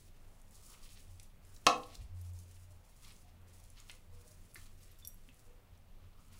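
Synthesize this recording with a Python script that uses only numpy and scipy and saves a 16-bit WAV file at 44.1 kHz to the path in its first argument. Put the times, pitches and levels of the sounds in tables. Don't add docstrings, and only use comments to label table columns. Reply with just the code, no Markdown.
import sys
import numpy as np
from scipy import signal
from scipy.fft import rfft, irfft, next_fast_len
from scipy.io import wavfile

SR = 44100
rng = np.random.default_rng(int(sys.argv[2]) if len(sys.argv) > 2 else 0)


def dump_mix(stems):
    frames = np.atleast_2d(stems).T
    limited = np.clip(frames, -1, 1)
    pcm = np.round(limited * 32767).astype(np.int16)
    wavfile.write(sys.argv[1], SR, pcm)


N = 281799
TIME = np.arange(N) / SR
TOP_HZ = 15700


def undb(db):
    return 10 ** (np.asarray(db) / 20)


def unit(x):
    return x / np.sqrt(np.mean(x ** 2))


def at(points, hz):
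    point_hz, value = np.transpose(points)
    return np.interp(np.log(np.maximum(hz, 1)), np.log(point_hz), value)


def colour(x, points):
    size = next_fast_len(len(x))
    gain = undb(at(points, np.fft.rfftfreq(size, 1 / SR)))
    return unit(irfft(rfft(x, size) * gain, size)[:len(x)])


def bell(hz, centre_hz, octaves):
    return np.exp(-.5 * (np.log2(np.maximum(hz, 1) / centre_hz) / octaves) ** 2)


def band(x, centre_hz, octaves):
    weight = bell(np.fft.rfftfreq(len(x), 1 / SR), centre_hz, octaves)
    return irfft(rfft(x) * weight, len(x))


def walk(knots_per_s):
    knots = rng.standard_normal(int(N / SR * knots_per_s) + 2)
    return np.interp(TIME * knots_per_s, np.arange(len(knots)), knots)


def add(out, start_s, sound):
    i = max(int(start_s * SR), 0)
    out[i:i + len(sound)] += sound[:max(N - i, 0)]


def fade(t, t60_s):
    return np.exp(-np.log(1000) * t / t60_s)


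def envelope(start_s, length_s, attack_s, t60_s):
    t = TIME - start_s
    rise = np.sin(np.pi / 2 * np.clip(t / min(attack_s, length_s), 0, 1)) ** 2
    return rise * fade(np.maximum(t - length_s, 0), t60_s)


def ring(modes, t, centre_hz, octaves, share):
    out = np.zeros(len(t))
    for k, (hz, db, t60_s) in enumerate(modes):
        gain = (-1) ** k * undb(db) * bell(hz, centre_hz, octaves)
        out += gain * fade(t, t60_s * share) * np.cos(2 * np.pi * hz * t + np.pi / 4)
    return out


def grains(per_s, spread_db):
    size = undb(spread_db * np.minimum(rng.exponential(size=N), 4))
    return (rng.random(N) < per_s / SR) * size * rng.choice([-1, 1], N)


def swells(rows):
    out = np.zeros(N)
    for start_s, db, hz, length_s in rows:
        t = TIME[:int(length_s * SR)]
        add(out, start_s, undb(db) * np.hanning(len(t)) * np.sin(2 * np.pi * hz * t))
    return out


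# (time [s], length [s], relative wet-crackle level [dB])
SQUEEZES = [(-.03, 0.028, -63), (0.092, 0.43, -74.5), (0.494, 0.49, -64), (1.048, 0.16, -68),
            (1.407, 0.43, -69), (1.769, 0.23, -68), (2.132, 0.12, -68.5), (2.326, 0.07, -64),
            (2.465, 0.12, -66), (2.673, 0.047, -70), (2.813, 0.24, -70.5), (3.0, 0.13, -65.5),
            (3.113, 0.089, -70.5), (3.452, 0.28, -69.5), (3.747, 0.14, -71.5), (3.853, 0.056, -62),
            (4.104, 0.37, -69), (4.517, 0.14, -64), (4.753, 0.24, -69), (5.101, 0.38, -74),
            (6.156, .1, -73.5), (6.298, 0.083, -63.5)]


def grip():
    power = np.zeros(N)
    for start_s, length_s, db in SQUEEZES:
        power += (undb(db) * envelope(start_s, length_s, attack_s=0.044, t60_s=.5)) ** 2
    return np.sqrt(power)


# (time of hardest push [s], build-up [s], relative smear level [dB], relative rub level [dB])
SLIDES = [(.6, .12, -72, -76), (.77, 0.19, -66.5, -66.5), (.87, 0.093, -68, -75), (.98, 0.14, -64.5, -80),
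          (1.2, .04, -72, -95), (1.93, .06, -60, -67.5), (3.07, 0.087, -59.5, -72), (3.8, 0.061, -61, -70),
          (3.91, 0.081, -66, -72), (4.181, 0.057, -82, -77), (4.6, 0.1, -67.5, -74), (4.67, 0.05, -71, -74),
          (4.9, 0.17, -68.5, -85), (6.05, .2, -87, -77), (6.19, 0.089, -86.5, -71.5),
          (6.34, 0.065, -68, -68)]
PASTE_FLOOR_DB = -80.5


def slide():
    paste, drag = undb(PASTE_FLOOR_DB), undb(PASTE_FLOOR_DB - 5.5)
    for peak_s, build_s, smear_db, rub_db in SLIDES:
        push = envelope(peak_s - build_s, build_s, build_s, t60_s=0.35)
        paste = np.hypot(paste, undb(smear_db) * push)
        drag = np.hypot(drag, undb(rub_db) * push)
    return paste, drag


# (frequency [Hz], level [dB])
WET_COLOUR = [(1500, -24), (3200, -10.5), (5000, -2.5), (7000, -1), (10500, -1), (12500, -10),
              (15000, -5.5)]


def wet_crackle(squeeze):
    clicks = grains(per_s=4200, spread_db=3.5) * undb(3.9 * walk(60))
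    return undb(-0.6) * colour(clicks, WET_COLOUR) * squeeze


# (frequency [Hz], level [dB])
SMEAR_COLOUR = [(900, -24), (1500, -11), (1900, -2), (2700, 0), (4200, -1), (6000, -6.5), (10000, -25)]


def paste_smear(squeeze, paste):
    clicks = grains(per_s=1800, spread_db=2.5) * undb(3.3 * walk(60))
    return undb(-2.5) * colour(clicks, SMEAR_COLOUR) * np.hypot(paste, undb(-11) * squeeze)


# (frequency [Hz], level [dB])
RUB_COLOUR = [(600, -22), (950, -7), (1100, -0.5), (1300, -0.5), (1500, -10), (2200, -28.5)]


def plastic_rub(drag):
    return undb(-1.7) * colour(grains(per_s=620, spread_db=-1.0), RUB_COLOUR) * drag


def mash():
    squeeze = grip()
    paste, drag = slide()
    return wet_crackle(squeeze) + paste_smear(squeeze, paste) + plastic_rub(drag)


# (time [s], relative peak level [dB], band centre [Hz])
POPS = [(0.416, -48, 8050), (.5093, -49, 9000), (0.5544, -50, 6300), (0.7036, -48.5, 6420),
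        (0.832, -46, 4600), (0.8914, -44, 3480), (0.9733, -50, 4430), (1.198, -40, 7040),
        (1.1982, -43.5, 3130), (1.2305, -41.5, 9700), (1.4501, -50, 8700), (1.564, -44.5, 4950),
        (1.902, -49, 4100), (1.953, -34.5, 5520), (2.214, -45, 9980), (2.2676, -51, 8400),
        (2.335, -46, 8590), (2.3892, -42, 7300), (3.1223, -45, 7980), (3.1642, -49, 6500),
        (3.639, -46, 9010), (3.702, -42.5, 7500), (3.801, -41, 6850), (3.9138, -39, 7490),
        (4.2784, -44.5, 8150), (4.5452, -36, 10600), (5.3434, -52, 10070), (5.394, -53, 7000),
        (5.776, -55.5, 7520)]


def pops(t60_s=0.0095, octaves=0.47, fizz_db=-17, level_db=-4.0):
    out, t = np.zeros(N), TIME[:SR // 20]
    for start_s, db, hz in POPS:
        burst = rng.standard_normal(len(t)) * (fade(t, t60_s) + undb(fizz_db) * fade(t, .05))
        edges_hz = np.clip([hz / 2 ** octaves, hz * 2 ** octaves], 100, TOP_HZ)
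        snap = signal.sosfilt(signal.butter(2, edges_hz, "bandpass", fs=SR, output="sos"), burst)
        add(out, start_s, undb(db + level_db) * snap / np.abs(snap).max())
    return out


# (frequency [Hz], level [dB], t60 [s])
BOWL_MODES = [(234, -17, 0.31), (307, -16.5, 0.33), (449, -16.5, 0.44), (508, -4.5, 0.15),
              (601.5, -18.5, 0.34), (705, -7.5, 0.2), (749, -11, 0.31), (798.5, -12, 0.25),
              (1050, -3.5, .2), (1115, -3, 0.22), (1194, -6, 0.19), (1300, -3, .14), (1373, -13, 0.18),
              (1790, -9.5, 0.047), (2018, -16.5, 0.049), (2096, -13.5, 0.051), (2560, -7, 0.09),
              (2665, -14.5, .12), (2720, -7, 0.07), (3180, -8, 0.045), (3483, -12.5, .07),
              (3988, -16.5, 0.22), (4094, -16, 0.17), (4216, -15, .06), (4570, -11, .06),
              (5453, -12, 0.042)]
# (frequency [Hz], level [dB])
CRACK_COLOUR = [(90, -25), (240, -8), (720, -5.5), (1250, 2.5), (1600, -4.5), (2200, 1), (2650, -5),
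                (4200, 2), (5700, 0), (7000, -3), (8000, -9.5), (9800, -9.5), (12000, -27.5), (15000, -34)]
# (frequency [Hz], level [dB])
HOLLOW_COLOUR = [(100, -27.5), (260, -8), (370, -20.5), (500, -8), (640, -5), (760, 13), (920, -4),
                 (1100, -1.5), (1320, -5), (1600, -25), (4000, -38.5), (7000, -35.5), (12000, -56)]
# (time [s], level [dB], contact band centre [Hz], band spread [octaves],
# share of the t60 left by the hand [0-1])
BLOWS = [(1.6627, -48, 901, 0.6, 0.14), (1.6666, -18.5, 1530, 2.75, 0.71),
         (1.6685, -23.5, 3740, 1.03, 0.26), (1.8338, -49, 3700, 0.42, 0.5), (3.8972, -42, 2500, 0.72, 0.08),
         (3.9036, -41, 2250, 0.19, 0.3), (4.5576, -38, 1850, 0.22, 1.0), (4.561, -48.5, 4400, .2, 0.8),
         (5.289, -53.5, 2700, 0.34, 0.67)]


def bowl(crack_db=0.5, crack_t60_s=0.031, hollow_db=-10, hollow_t60_s=0.38,
         snap_db=13.5, snap_hz=2700, snap_t60_s=0.0026):
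    out, t = np.zeros(N), TIME[:SR // 2]
    for start_s, db, hz, octaves, share in BLOWS:
        pulse = np.sin(2 * np.pi * snap_hz * t) * fade(t, snap_t60_s)
        snap = undb(snap_db) * band(pulse, hz, octaves) * fade(t, crack_t60_s)
        crack = band(colour(rng.standard_normal(len(t)), CRACK_COLOUR), hz, octaves)
        crack = undb(crack_db) * crack * fade(t, crack_t60_s)
        hollow = band(colour(rng.standard_normal(len(t)), HOLLOW_COLOUR), hz, octaves)
        hollow = undb(hollow_db) * hollow * fade(t, hollow_t60_s * share)
        modes = ring(BOWL_MODES, t, hz, octaves, share) * (1 - fade(t, .0005))
        add(out, start_s, undb(db) * (snap + modes + crack + hollow))
    return out


# (frequency [Hz], level [dB], t60 [s])
BRACELET_MODES = [(3530, -9.5, 0.13), (5730, -1, 0.082), (8250, -12, 0.033), (8390, -4.5, 0.051),
                  (9400, -8, 0.029), (11310, -3, 0.1), (12400, -13, .05), (14760, -5, .06),
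                  (15080, -1, .035)]
# (time [s], level [dB], contact band centre [Hz], band spread [octaves],
# share of the t60 left by the skin [0-1])
CLINKS = [(4.539, -52, 10000, .25, 0.04), (4.809, -51.5, 12440, 0.056, .8), (4.915, -60, 13000, .8, .6),
          (4.987, -60, 12500, 0.78, .6), (5.025, -49, 3510, .04, 0.9), (5.0493, -44, 6160, 0.94, 0.47),
          (5.0732, -38, 12400, 0.85, 0.44), (5.1437, -51, 14000, 0.31, 0.12)]


def bracelet():
    out, t = np.zeros(N), TIME[:SR // 4]
    for start_s, db, hz, octaves, share in CLINKS:
        tick = undb(2.0) * band(rng.standard_normal(len(t)), hz, octaves) * fade(t, 0.008)
        add(out, start_s, undb(db) * (ring(BRACELET_MODES, t, hz, octaves, share) + tick))
    return out


# (time [s], level before flicker [dB], frequency [Hz], length [s])
TONES = [(2.64, -72, 602, 0.14), (3.17, -77.5, 718, 0.24), (3.84, -75.5, 497, 0.28), (4.08, -65, 480, 0.24),
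         (4.2, -76.5, 612, 0.19), (5.42, -66.5, 482, 0.16)]


def tones():
    return swells(TONES) * undb(5.5 * walk(76))


# (delay [s], level [dB])
ECHOES = [(.0033, -17), (.0052, -16.5), (.0094, -18), (0.014, -28.5), (.0196, -18.5), (.0233, -26)]
# (frequency [Hz], t60 [s])
ROOM_T60 = [(200, 0.61), (800, 0.36), (3000, 0.23), (8000, .24), (15000, .15)]


def room(x, wet_db=-9):
    t = TIME[:SR // 2]
    noise = rng.standard_normal(len(t))
    tail = sum(band(noise, hz, .45) * fade(t, at(ROOM_T60, hz)) for hz in 125 * 2 ** np.arange(8))
    tail = tail * (1 - fade(t, 0.028))
    tail = tail / np.linalg.norm(tail)
    early = sum(undb(db) * np.interp(TIME - delay_s, TIME, x, left=0) for delay_s, db in ECHOES)
    return x + early + undb(wet_db) * signal.fftconvolve(x, tail)[:N]


# (time [s], length [s], level [dB])
HUM_SWELLS = [(1.036, 0.12, -57.5), (2.067, 0.28, -46), (2.54, 0.26, -62), (3.324, 0.31, -63.5),
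              (4.019, 0.14, -58), (5.97, 0.077, -57), (6.203, 0.09, -59)]
HUM_HZ, HUM_DB, HUM_WAVER_PER_S = 88.2, -66, 15


def hum():
    phase = 2 * np.pi * np.cumsum(HUM_HZ * (1 + .012 * walk(25))) / SR
    in_phase = walk(HUM_WAVER_PER_S) * np.sin(phase)
    quadrature = walk(HUM_WAVER_PER_S) * np.cos(phase)
    steady = undb(HUM_DB) * (in_phase + quadrature)
    swell = np.zeros(N)
    for start_s, length_s, db in HUM_SWELLS:
        swell += undb(db) * envelope(start_s, length_s, attack_s=.09, t60_s=0.62)
    tone = np.sin(phase) + undb(-27.5) * np.sin(2 * phase)
    return steady + np.sqrt(2) * swell * tone


# (time [s], level [dB], frequency [Hz], length [s])
BUMPS = [(1.665, -47, 124, 0.037), (1.668, -45, 206, 0.02), (1.972, -41.5, 42.5, 0.063),
         (2.0, -42, 82.6, 0.037), (2.025, -43, 57, 0.053), (4.555, -62.5, 351, 0.031),
         (5.275, -59, 249, 0.038)]


def bumps():
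    return swells(BUMPS)


# (frequency [Hz], relative level [dB per Hz])
KITCHEN_COLOUR = [(8, -12.5), (22, 4), (34, -7.5), (55, -15.5), (100, -15), (150, -21.5), (190, -21),
                  (300, -30), (600, -31), (1000, -35.5), (1600, -40), (2600, -40.5), (5000, -49.5),
                  (8000, -49), (15500, -47.5)]
KITCHEN_RMS_DB = -56.5


def kitchen():
    air = rng.standard_normal(N)
    for hz in 200 * 2 ** np.arange(4):
        air = air + band(air, hz, .4) * (undb(2.2 * walk(6.9)) - 1)
    return undb(KITCHEN_RMS_DB) * colour(air, KITCHEN_COLOUR)


def scene():
    near = mash() + pops() + bowl() + bracelet()
    return (room(near + tones()) + hum() + bumps() + kitchen())[None]


def record(dry):
    return signal.sosfilt(signal.ellip(10, .2, 70, TOP_HZ, fs=SR, output="sos"), dry)


dry = scene()
out = record(dry)
dump_mix(out)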